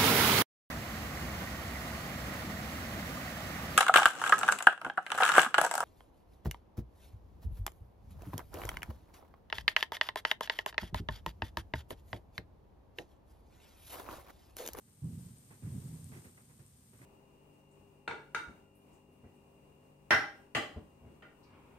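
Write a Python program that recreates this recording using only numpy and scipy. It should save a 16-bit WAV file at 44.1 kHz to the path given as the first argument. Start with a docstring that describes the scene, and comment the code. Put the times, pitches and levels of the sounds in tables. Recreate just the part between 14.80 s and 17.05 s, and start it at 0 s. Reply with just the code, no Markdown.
"""A ball of steel wool smoulders in a quiet room: a faint hiss, with tiny sparks that ring the
microphones near 9 kHz. At about 0.2 s and again at 0.8 s, a stumbling group of dull thumps, like
footfalls on a wooden floor, booms through the room. The hiss swells after each group and sinks back.
Soft scuffs and creaks of the camera body come mostly after the second group, and one last faint
thump falls near 1.8 s."""
import sys
import numpy as np
from scipy import signal
from scipy.fft import rfft, irfft
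from scipy.io import wavfile
from scipy.ndimage import uniform_filter1d

SR = 44100
rng = np.random.default_rng(int(sys.argv[2]) if len(sys.argv) > 2 else 0)


def waveform_to_disk(signal):
    """Save audio, clipped to [-1, 1], as 16-bit WAV at the path in sys.argv[1]."""
    frames = np.transpose(np.atleast_2d(signal))
    scaled = np.clip(frames, -1, 1) * 32767
    samples = np.round(scaled).astype(np.int16)
    wavfile.write(sys.argv[1], SR, samples)


N = 99225  # 2.25 s

# Tone colour of the hiss (frequency [Hz], relative level [dB])
HISS_COLOUR = [(200, 8.5), (500, 6.5), (900, 3.5), (1500, 1), (2500, -0.5), (4200, 0), (6500, 2.5),
               (8000, 4), (10000, 0.5), (13000, 3.5), (14500, 0)]
# Slow rise and fall of the hiss, fizz and room tone (time [s], level change [dB])
SWELL_CURVE = [(0, -8), (.19, -6), (.31, -1.6), (.43, 0.2), (0.529, -2.5), (0.621, -3), (.81, -3.5),
               (.89, -0.7), (1.03, 1.3), (1.25, 0.4), (1.47, -0.5), (1.52, -4.5), (1.85, -5.5),
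               (2.08, -5.5), (2.25, -4)]
# Sparks that stand out as clear ticks (time [s], level [dB])
CLEAR_SPARKS = [(0.1323, -50.5), (.5841, -42.5), (1.093, -52), (1.1293, -49), (1.153, -47), (1.2438, -36),
                (1.8642, -44.5), (1.8814, -48)]
# Footfalls; a "fade" is the time taken to drop by 60 dB
# (time [s], level [dB], ring pitch [Hz], ring fade [s], relative boom level [dB], boom fade [s])
FOOTFALLS = [(.220, -37, 133.5, 0.28, -2.5, 0.48), (.242, -35, 162.5, 0.39, -3.5, 0.47),
             (.321, -43.5, 125.8, 0.42, -2, 0.57), (.365, -42, 180.4, 0.46, -7, 0.56),
             (.453, -49, 97.6, .3, -10, 0.34), (0.502, -51.5, 113.3, 0.35, -10, 0.27),
             (.824, -37, 152, 0.39, -0.5, 0.57), (0.857, -39.5, 88.6, .15, -6, 0.21),
             (.917, -41, 120.6, 0.21, -1, 0.68), (.946, -38, 138.8, 0.35, 1, 0.22),
             (1.046, -38.5, 131.8, 0.31, -6, 0.63), (1.086, -40, 159.5, 0.73, -9, .5),
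             (1.126, -42.5, 126.6, 0.52, -10, 0.42), (1.227, -46, 90.6, .35, -10.5, 0.58),
             (1.294, -49.5, 134.9, 0.44, 0, 0.44), (1.793, -58.5, 129.4, 0.89, -7, 0.4)]
# Notes the floor rings at when struck (pitch [Hz], relative level [dB], fade [s])
FLOOR_NOTES = [(67, -10, 0.41), (90.6, 3, .25), (121.5, -4.5, 0.64), (160.9, -3, 0.37), (249.3, 6.5, 0.067),
               (304, -6, 0.094)]
# Tone colour of the room's boom (frequency [Hz], relative level [dB])
BOOM_COLOUR = [(30, -45), (48, -37), (65, -11.5), (95, 2), (125, 2.5), (162, 3.5), (195, -3.5), (245, -5.5),
               (310, -15.5), (420, -23), (600, -35.5), (1200, -44), (3000, -53.5), (8000, -83)]
# Soft scuffs (time [s], level [dB], time before fading [s], relative level of the low part [dB])
SOFT_SCUFFS = [(0.074, -74, 0.0093, 11), (0.702, -61, 0.017, 3.5), (0.82, -66, 0.083, 8),
               (0.903, -72, 0.26, 9.5), (1.315, -59.5, 0.037, 5.5), (1.361, -62.5, 0.015, 14),
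               (1.44, -62, 0.022, 9.5), (1.571, -62.5, 0.0048, -2.5), (1.691, -66.5, 0.011, 6),
               (1.789, -66, 0.016, 9.5), (2.129, -66.5, .015, 7), (2.186, -67, 0.05, 10),
               (2.212, -61, 0.014, 2.5)]
# Tone colour of a scuff's rub (frequency [Hz], relative level [dB])
RUB_COLOUR = [(150, -7.5), (350, 4.5), (600, -1), (1000, -3), (1500, -5), (2600, -9.5), (4000, -24),
              (7000, -30), (14000, -23)]
# Tone colour of a scuff's low part (frequency [Hz], relative level [dB])
SCUFF_LOW_COLOUR = [(40, -32), (80, -2.5), (130, 9.5), (190, -5), (240, -3), (300, -11), (370, -5.5),
                    (470, -19), (620, -29.5), (2000, -34.5)]
# Creaks of the camera body (time [s], level [dB])
CAMERA_CREAKS = [(.707, -63), (.832, -66), (.874, -63), (1.3235, -63), (1.3335, -52), (1.3475, -65),
                 (1.371, -53), (1.448, -57), (1.576, -54), (2.216, -54)]
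# Tone colour of the room's rumble (frequency [Hz], relative level [dB])
RUMBLE_COLOUR = [(20, -5), (42, -7.5), (65, -2.5), (120, 2), (170, -2.5), (240, -4), (330, -15.5),
                 (500, -19), (900, -45), (2500, -66)]
# Faint tones in the room (pitch [Hz], level [dB])
HUM_TONES = [(827, -90), (1050, -96.5), (1209, -94.5), (1565, -96), (1634, -95.5), (1928, -100.5),
             (2003, -95), (2136, -103), (2225, -96.5)]
# How alike left and right sound (frequency [Hz], likeness [1 = same, 0 = unrelated, -1 = opposite])
STEREO_LIKENESS = [(60, .99), (150, .98), (300, 0.9), (600, 0.39), (1000, 0.48), (1300, -0.13),
                   (2000, -0.22), (3200, 0.2), (5000, -0.11), (8000, -0.089), (14000, -0.004)]

MIC_RING_HZ, MIC_WIDTH_HZ, MIC_BOOST_DB = (8770, 8300), (610, 2200), (13.5, 3)  # each (left, right)
HISS_DB, HISS_RIGHT_DB, HISS_FLICKER_DB = -59.5, -2.5, 0.7
SPARK_RISE_S, SPARK_RING_S, SPARK_RIGHT_DB = 0.00025, 0.00026, -10.5
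FIZZ_PER_S, FIZZ_DB, FIZZ_SPREAD_DB = 260, -72.5, 6.5
THUMP_RISE_S, BOOM_RISE_S, FLOOR_DB = 0.0079, 0.0069, -12.5
SCUFF_RISE_S, SCUFF_DROP_S, SCUFF_ECHO_FADE_S, SCUFF_ECHO_SHARE = 0.005, 0.017, 0.33, 0.83
CAMERA_RING_HZ, CAMERA_WIDTH_HZ, CAMERA_RING_DB = 2016, 600, -11
CREAK_RISE_S, CREAK_RING_S = 0.0022, 0.0029
RUMBLE_DB, ROOM_LEFT_DB = -57.5, -2
BASS_CUT_HZ, TREBLE_CUT_HZ = 52, 14560

TIMES, FREQS = np.arange(N) / SR, np.fft.rfftfreq(N, 1 / SR)  # [s], [Hz]


def wool_hiss():
    """The smouldering wool hisses, and each microphone boosts the pitches it rings at."""
    boosts = np.array([np.sqrt(1 + amp(db) ** 2 / off_pitch(hz, width) ** 1.39)
                       for hz, width, db in zip(MIC_RING_HZ, MIC_WIDTH_HZ, MIC_BOOST_DB)])
    left, right = irfft(rfft(noise(HISS_COLOUR)) * boosts, N)
    hiss = np.array([unit(left), amp(HISS_RIGHT_DB) * unit(right)])
    return hiss * amp(HISS_DB + swell_db() + HISS_FLICKER_DB * wobble(samples=200))


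def sparks():
    """Tiny snaps ring each microphone for about a millisecond: a few clear ticks over a fine fizz."""
    rings = np.array([ping(TIMES[:256], hz, SPARK_RISE_S, SPARK_RING_S) for hz in MIC_RING_HZ])
    rings[1] *= amp(SPARK_RIGHT_DB)
    fires = rng.random(N) < FIZZ_PER_S / SR
    extra_db = FIZZ_SPREAD_DB * np.minimum(rng.exponential(1, N), 4)  # most snaps are weak
    snaps = fires * amp(FIZZ_DB + swell_db() + extra_db)
    for start, db in CLEAR_SPARKS:
        snaps[round(start * SR)] += amp(db)
    return signal.oaconvolve(snaps[None], rings, axes=1)[:, :N]


def footfalls():
    """Each footfall rings at its own low pitch, shakes the floor and makes the room boom."""
    knocks, boom_power = np.zeros(N), np.zeros(N)
    for start, db, ring_hz, ring_fade, boom_db, boom_fade in FOOTFALLS:
        t = since(start)
        ring = amp(-60 * t / ring_fade) * np.sin(2 * np.pi * ring_hz * t)
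        floor = sum(amp(note_db - 60 * t / fade) * np.sin(2 * np.pi * hz * t)
                    for hz, note_db, fade in FLOOR_NOTES)
        knocks += amp(db) * np.minimum(t / THUMP_RISE_S, 1) * (ring + amp(FLOOR_DB) * floor)
        boom_power += (amp(db + boom_db - 60 * t / boom_fade) * np.minimum(t / BOOM_RISE_S, 1)) ** 2
    return knocks + np.sqrt(boom_power) * steady(noise(BOOM_COLOUR))


def scuffs():
    """Short, grainy rubs with a low part linger in the room and set the camera body ringing."""
    rub_power, low_power = np.zeros(N), np.zeros(N)
    for start, db, hold, low_db in SOFT_SCUFFS:
        after = since(start + hold)
        direct = (1 - SCUFF_ECHO_SHARE) * np.exp(-after / SCUFF_DROP_S)
        echo = SCUFF_ECHO_SHARE * amp(-60 * after / SCUFF_ECHO_FADE_S)
        level = amp(db) * np.minimum(since(start) / SCUFF_RISE_S, 1) * (direct + echo)
        rub_power += level ** 2
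        low_power += (level * amp(low_db)) ** 2
    grain = unit(amp(wobble(samples=130)))  # about 1 dB of roughness
    ring = amp(CAMERA_RING_DB) * camera_ring()
    rub = np.sqrt(rub_power) * grain * (noise(RUB_COLOUR) + np.array([ring, -ring]))
    return rub + np.sqrt(low_power) * steady(noise(SCUFF_LOW_COLOUR))


def camera_ring():
    """The rubbed camera body picks out a narrow band of noise around its own pitch."""
    spectrum = rfft(rng.standard_normal(N))
    return unit(irfft(spectrum / off_pitch(CAMERA_RING_HZ, CAMERA_WIDTH_HZ), N))


def camera_creaks():
    """Tiny slips rock the camera body, moving its two microphones in opposite directions."""
    creaks = sum(amp(db) * ping(since(start), CAMERA_RING_HZ, CREAK_RISE_S, CREAK_RING_S)
                 for start, db in CAMERA_CREAKS)
    return np.array([creaks, -creaks])


def room_tone():
    """A low rumble and a few faint tones swell along with the hiss."""
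    hum = sum(amp(db) * np.sqrt(2) * np.sin(2 * np.pi * (hz * TIMES + rng.random()))
              for hz, db in HUM_TONES)
    rumble = amp(RUMBLE_DB + swell_db()) * steady(noise(RUMBLE_COLOUR), samples=4000)
    return rumble + hum * unit(amp(swell_db()))


def swell_db():
    """The slow rise and fall of the hiss at every moment, in dB."""
    return np.interp(TIMES, *np.transpose(SWELL_CURVE))


def ping(t, hz, rise_s, ring_s):
    """A tone that starts smoothly and dies away."""
    shape = (1 - np.exp(-(t / rise_s) ** 2)) * np.exp(-t / ring_s)
    return shape / shape.max() * np.sin(2 * np.pi * hz * t)


def off_pitch(hz, width):
    """Is 1 at the given pitch and grows on both sides, so dividing by it makes a peak."""
    return 1 + ((FREQS - hz) / width * 2) ** 2


def noise(colour):
    """Stereo noise with the given tone colour, alike in both ears in the bass."""
    left, other = rfft(rng.standard_normal((2, N)))
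    likeness = np.clip(curve(STEREO_LIKENESS), -1, 1)
    right = likeness * left + np.sqrt(1 - likeness ** 2) * other
    return unit(irfft(np.array([left, right]) * amp(curve(colour)), N))


def curve(table):
    """Joins a table's points to give a value at every frequency (on a log scale)."""
    hz, value = np.transpose(table)
    return np.interp(np.log(FREQS + 1), np.log(hz + 1), value)


def wobble(samples):
    """A random wiggle; more samples make it slower."""
    return unit(uniform_filter1d(rng.standard_normal(N), size=samples))


def steady(x, samples=1800):
    """Evens out slow chance swells in noise and keeps the fast flutter."""
    power = uniform_filter1d(uniform_filter1d((x ** 2).mean(0), samples), samples // 2)
    return x / np.sqrt(abs(power) + 1e-9)


def since(start):
    """Seconds since start, zero before it."""
    return np.maximum(TIMES - start, 0)


def amp(db):
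    """Turns decibels into a number to multiply by."""
    return 10 ** (np.asarray(db) / 20)


def unit(x):
    """Scales a signal to an average strength (rms) of 1."""
    return x / np.sqrt(np.mean(x ** 2) + 1e-20)


def scene():
    """Room sounds lean to the right, the burning wool to the left."""
    room = footfalls() + scuffs() + camera_creaks() + room_tone()
    return room * amp([[ROOM_LEFT_DB], [0]]) + wool_hiss() + sparks()


def record(dry):
    """The microphones lose the deepest bass, then the highest treble is cut off."""
    bass_cut = signal.butter(3, BASS_CUT_HZ, "highpass", fs=SR, output="sos")
    treble_cut = signal.firwin(1023, TREBLE_CUT_HZ, window=("kaiser", 9), fs=SR)
    return signal.oaconvolve(signal.sosfilt(bass_cut, dry), treble_cut[None], "same")


dry = scene()
out = record(dry)
waveform_to_disk(out)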